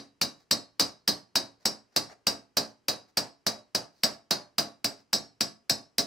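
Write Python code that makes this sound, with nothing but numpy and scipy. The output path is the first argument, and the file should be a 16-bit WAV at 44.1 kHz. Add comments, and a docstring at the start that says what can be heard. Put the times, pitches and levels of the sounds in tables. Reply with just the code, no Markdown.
"""Sharp, ringing hammer blows, between three and four a second, sound in a small workshop.
A claw hammer is flattening a steel sheet, held in a gloved hand, on a small anvil on a wooden bench.
Each blow cracks, rings the steel briefly and thumps the bench; the room echoes.
Between some blows the hand shifts the sheet with a faint scrape.
A limiter, an automatic volume control, holds the blows at much the same level."""
import sys
import numpy as np
from scipy import signal
from scipy.fft import rfft, irfft, next_fast_len
from scipy.io import wavfile
from scipy.ndimage import uniform_filter1d, minimum_filter1d

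SR = 44100
rng = np.random.default_rng(int(sys.argv[2]) if len(sys.argv) > 2 else 0)


def int16_out(signal):
    """Quantize to a 16-bit WAV file."""
    q = np.round(np.clip(np.atleast_2d(signal).T, -1, 1) * 32767)
    wavfile.write(sys.argv[1], SR, q.astype(np.int16))


N = 267378
T = np.arange(SR // 2) / SR  # seconds within one blow or scrape

# The hammer blows; how squarely the face lands decides the two rings.
# Each row: time in seconds, strength in dB, anvil ring in dB, hammer head ring in dB.
BLOW_EVENTS = [(-0.088, -10, -28.5, -47), (0.213, -11.5, -31, -41), (0.509, -9.5, -27.5, -29),
               (0.795, -8, -30, -32), (1.076, -9.5, -28.5, -39.5), (1.354, -10, -28.5, -34),
               (1.653, -11.5, -38.5, -28.5), (1.961, -10.5, -30.5, -38), (2.267, -10, -35.5, -30.5),
               (2.568, -10, -34.5, -33.5), (2.882, -13, -31.5, -44), (3.17, -11.5, -35, -31.5),
               (3.464, -12.5, -31, -37), (3.747, -14.5, -38, -38), (4.033, -10.5, -32.5, -26.5),
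               (4.307, -11.5, -28, -46), (4.581, -11.5, -35.5, -40.5), (4.843, -14, -40, -38),
               (5.129, -10, -32, -26.5), (5.406, -12.5, -40.5, -31.5), (5.695, -11, -30.5, -28.5),
               (5.981, -10.5, -32.5, -31)]
# The hand shifts the sheet. Each row: start in seconds, scrape level in dB, length in seconds.
SHEET_SHIFTS = [(0.362, -70, 0.093), (1.593, -70, 0.069), (1.897, -67, 0.18), (2.086, -50, 0.06),
                (2.683, -66.5, 0.042), (3.073, -70.5, 0.045), (3.901, -77, 0.22), (4.972, -67, .06)]
# The sheet is fed across the anvil. Each row: time in seconds, pitch of the struck spot in Hz.
SPOT_PITCH = [(0, 4885), (2, 4870), (4.55, 4862), (4.85, 4925), (6, 4935)]
# The further the sheet sticks out, the looser it sounds.
# Each row: time in seconds, ring of the free end in dB, clank in dB (both added to the blow's strength).
SHEET_LOOSENESS = [(0, -39, -22), (1.96, -33, -19.5), (3.17, -25.5, -17.5), (4.4, -23, -16.5),
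                   (5.13, -29.5, -22.5), (6, -26, -21.5)]

# Modes are the tones a struck thing rings with.
# Each row: pitch in Hz, relative level in dB, seconds to fade by 60 dB (called t60).
ANVIL_MODES = [(3887, -.5, .14), (4282, 2, .125), (5870, -8.5, .11), (6100, -10, .08), (7069, -17, .12),
               (8620, -21, .1)]
HAMMER_MODES = [(5472, 0, .12), (7890, -6, .085)]
SHEET_MODES = [(4880, 0, .14), (4945, -4, .14), (4825, -5, .13), (4745, -5.5, .12), (4640, -5, .1),
               (5150, -12, .06)]  # around the struck spot, strongest first
OVERHANG_MODES = [(676, 1, 0.27), (606, -2, 0.29), (687, -3, 0.15)]  # the sheet's free end bending
BENCH_MODES = [(116, -13, 0.42), (182, -4, 0.11), (206, -2, 0.18), (218.7, 2.5, 0.24), (281.3, -1.5, 0.33),
               (413, -6, 0.17), (490, -9.5, 0.084), (549.5, 1.5, 0.16), (1135, -8, 0.29), (1583, -3, 0.13),
               (1706, 2, 0.087)]

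# The tone colour of each noise. Each row: frequency in Hz, relative level in dB.
AIR_SPECTRUM = [(15, -53), (25, -5.5), (236, 1), (285, 0), (463, -0.5), (734, -14.5), (840, -8),
                (3160, -15.5), (3820, -23.5), (4870, -14), (6380, -20), (13600, -33.5), (16000, -63)]
ECHO_SPECTRUM = [(100, -3.5), (400, 7.5), (1500, -0.5), (4500, -0.5), (9000, 4), (15000, -2.5)]
SCRAPE_SPECTRUM = [(100, -7.5), (300, -1.5), (700, 5.5), (1100, -1.5), (1900, 0.5), (3200, -15.5),
                   (4900, -5), (8000, -17.5), (15000, -36)]
THUMP_SPECTRUM = [(25, -28), (55, -16.5), (85, -12.5), (120, -5.5), (180, -3), (240, -3.5), (330, -4.5),
                  (700, -17), (2000, -45.5)]
CLANK_SPECTRUM = [(100, -23.5), (250, -5.5), (450, -1), (680, 2.5), (900, -3), (1700, -8), (3000, -17),
                  (6000, -41)]
SIZZLE_SPECTRUM = [(1000, -14), (3500, -3), (3880, 9.5), (4080, 4.5), (4290, 11), (4470, 5), (4850, 14),
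                   (5250, 4.5), (5480, 9), (6000, 4.5), (6700, -1), (9500, -8), (12500, -9.5), (15400, -7),
                   (16200, -23.5)]
CRACK_SPECTRUM = [(100, -18), (400, -3), (1300, 4.5), (2000, 1), (2700, 5), (3500, -3), (4900, 9),
                  (6500, -3), (9000, -5.5), (14000, -2.5), (15500, -7), (16200, -23)]

# How long the workshop echoes. Each row: frequency in Hz, seconds to fade by 60 dB.
ECHO_T60 = [(100, 0.35), (400, 0.1734), (750, 0.29), (1200, 0.3), (2900, 0.2569), (5000, 0.2545),
            (9000, 0.2263), (12000, 0.2), (16000, 0.09)]
# How alike scattered sound is left and right. Each row: frequency in Hz, likeness (1 means the same).
STEREO_LIKENESS = [(30, .05), (100, .6), (300, .4), (700, .5), (1300, .25), (3000, .5), (4700, .72),
                   (8000, .35), (15000, .3)]


def amp(db):
    """Turn decibels into a number to multiply by."""
    return 10 ** (np.asarray(db) / 20)


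def unit(x):
    """Scale a sound to an average level (rms) of 1."""
    return x / np.sqrt(np.mean(x ** 2) + 1e-20)


def unit_ring(x, seconds=0.026):
    """Give a whole ring the energy of a level-1 sound lasting this many seconds."""
    return x / np.sqrt(np.sum(x ** 2) / (len(x) * seconds * SR))


def at_hz(table, hz):
    """Read a table between its frequencies, with octaves evenly spaced."""
    frequencies, values = np.transpose(table)
    return np.interp(np.log(hz + 1), np.log(frequencies), values)


def at_time(table, s):
    """Read a table's values at s seconds."""
    times, *columns = np.transpose(table)
    return [np.interp(s, times, column) for column in columns]


def add(track, s, sound):
    """Mix a stereo sound into the track at s seconds."""
    start = round(s * SR)
    part = sound[:, max(-start, 0):max(N - start, 0)]
    track[:, max(start, 0):][:, :part.shape[1]] += part


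def noise(spectrum, size=len(T), spread=1):
    """Stereo noise with a given tone colour; a small spread draws it to the centre."""
    hz = np.fft.rfftfreq(size, 1 / SR)
    angle = spread * np.arccos(np.clip(at_hz(STEREO_LIKENESS, hz), -1, 1)) / 2
    coloured = rfft(rng.standard_normal((2, size))) * amp(at_hz(spectrum, hz))
    mid, side = irfft(coloured * [np.cos(angle), np.sin(angle)], size)
    return unit(np.array([mid + side, mid - side]))


def fade(t60, rise):
    """The level of a struck thing: a quick rise, then a steady fall. Both times are in seconds."""
    return np.exp(-np.log(1000) * T / t60) * (1 - np.exp(-T / rise))


def ring(modes, scatter_db, detune, rise, width, stretch=1, linger=0):
    """Tones started by one blow; their level and tuning vary, as no two blows hit the same spot."""
    sound = np.zeros((2, len(T)))
    for hz, db, t60 in modes:
        level_luck, pitch_luck, phase_luck = rng.standard_normal(3)
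        pitch = hz * stretch * (1 + detune * pitch_luck)
        phase = width * phase_luck * np.array([[1], [-1]])  # left and right are out of step
        envelope = fade(t60, rise) + linger * fade(2.8 * t60, rise)  # linger adds a longer tail
        sound += amp(db + scatter_db * level_luck) * envelope * np.sin(2 * np.pi * pitch * T + phase)
    return sound


def workshop(sound, echo_db, build_s):
    """Add the echo from bench top, clutter and walls; the highest treble dies first."""
    hz, t, bands = signal.stft(noise(ECHO_SPECTRUM), SR, nperseg=256)
    decay = np.exp(-np.log(1000) * t / at_hz(ECHO_T60, hz)[:, None])
    tail = signal.istft(bands * decay, SR, nperseg=256)[1][:, :len(T)]
    tail *= 1 - np.exp(-(T / build_s) ** 2)
    echo = signal.fftconvolve(sound.mean(0)[None], tail, axes=1)[:, :len(T)]
    return sound + amp(echo_db) * np.std(sound) * unit(echo)


def still_air():
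    """The faint, steady hush of the workshop."""
    return amp(-74) * noise(AIR_SPECTRUM, next_fast_len(N))[:, :N]


def sliding():
    """Short gritty scrapes as the hand moves the sheet, whose edge hisses."""
    track = np.zeros((2, N))
    for s, scrape_db, length in SHEET_SHIFTS:
        stroke = np.sin(np.pi * np.minimum(T / length, 1))
        roughness = unit(uniform_filter1d(rng.standard_normal(len(T)), size=120))
        grit = unit(amp(2 * roughness))
        scrape = amp(scrape_db) * noise(SCRAPE_SPECTRUM)
        edge_hiss = amp(-72) * noise(SIZZLE_SPECTRUM)
        add(track, s, workshop(stroke * grit * (scrape + edge_hiss), echo_db=-8, build_s=0.005))
    return track


def clank_and_thump(overhang_db, clank_db):
    """A blow's dull part: the held sheet clanks, its free end rings hollow, the bench swings after."""
    clank = amp(clank_db) * fade(t60=0.23, rise=0.00015) * noise(CLANK_SPECTRUM)
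    hollow = amp(overhang_db) * ring(OVERHANG_MODES, scatter_db=2.5, detune=.0064, rise=.0022, width=.4)
    thump = amp(-23.5) * fade(t60=0.26, rise=0.0037) * noise(THUMP_SPECTRUM)
    boards = amp(-27.5) * ring(BENCH_MODES, scatter_db=1, detune=.0066, rise=.0025, width=.13)
    lean_right = amp([[-.8], [.8]])
    return workshop(clank + hollow + thump + boards, echo_db=-13, build_s=0.033) * lean_right


def steel_ring(hammer_db, anvil_db, sheet_db, sheet_hz):
    """Anvil, hammer head and sheet ring clearly; anvil and head sing on faintly afterwards."""
    linger = amp(-24.5)
    anvil = ring(ANVIL_MODES, scatter_db=.5, detune=.0015, rise=.002, width=.15, linger=linger)
    head = ring(HAMMER_MODES, scatter_db=.5, detune=.0015, rise=.001, width=.1, linger=linger)
    stretch = sheet_hz / SHEET_MODES[0][0]
    sheet = ring(SHEET_MODES, scatter_db=.5, detune=.003, rise=.0007, width=.15, stretch=stretch)
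    tools = amp(anvil_db) * unit_ring(anvil) + amp(hammer_db) * unit_ring(head)
    return (workshop(tools, echo_db=-17, build_s=0.031)
            + workshop(amp(sheet_db) * sheet, echo_db=-17, build_s=0.029))


def lead_in(swell_s):
    """A very short burst of bright noise swells into each blow's crack."""
    swell = np.minimum(T / swell_s, 1) ** 2
    cutoff = np.exp(-np.maximum(T - swell_s, 0) / 0.00045)
    return amp(-18) * swell * cutoff * noise(CRACK_SPECTRUM, spread=0.53)


def contact():
    """Steel cracks on steel, and the sheet's many high tones sizzle briefly."""
    crack = amp(-3) * fade(t60=0.012, rise=0.0001) * noise(CRACK_SPECTRUM, spread=0.082)
    sizzle = amp(-6.5) * fade(t60=0.09, rise=0.0023) * noise(SIZZLE_SPECTRUM)
    return workshop(crack + sizzle, echo_db=-10, build_s=0.0028)


def hammering(swell_s, lead_s):
    """Each blow's lead-in starts lead_s early and swells for swell_s; then steel and bench sound."""
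    track = np.zeros((2, N))
    for s, db, anvil_db, hammer_db in BLOW_EVENTS:
        overhang_db, clank_db = at_time(SHEET_LOOSENESS, s)
        sheet_hz = at_time(SPOT_PITCH, s)[0]
        impact = amp(db) * (contact() + clank_and_thump(overhang_db, clank_db))
        ringing = steel_ring(hammer_db, anvil_db, sheet_db=db - 11.5, sheet_hz=sheet_hz)
        add(track, s - lead_s, amp(db) * lead_in(swell_s))
        add(track, s - lead_s + swell_s, impact + ringing)
    return track


def scene():
    """Hammering and sliding over the still air of the workshop."""
    return hammering(swell_s=0.004, lead_s=0.0018) + sliding() + still_air()


def limiter(x, ceiling, attack_s):
    """Turn loud peaks down a moment late: the first crack slips through, the ring is held level."""
    needed_gain = ceiling / np.maximum(np.abs(x).max(0), ceiling)
    held_gain = minimum_filter1d(needed_gain, size=161, origin=60)
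    smoothing = np.exp(-1 / (attack_s * SR))
    reduction = signal.lfilter([1 - smoothing], [1, -smoothing], 1 - held_gain)
    return x * (1 - reduction)


def record(dry):
    """Limit the blows, round off the peaks that slip through and cut the very highest treble."""
    peak_level, top_hz = 0.4, 16300
    limited = limiter(dry, ceiling=0.33, attack_s=0.0012)
    rounded = limited / (1 + (limited / peak_level) ** 4) ** .25
    size = next_fast_len(N + SR // 2)
    hz = np.fft.rfftfreq(size, 1 / SR)
    treble_cut = np.clip((top_hz - hz) / 300 + 1, 0, 1)
    return irfft(rfft(rounded, size) * treble_cut, size)[:, :N]


dry = scene()
out = record(dry)
int16_out(out)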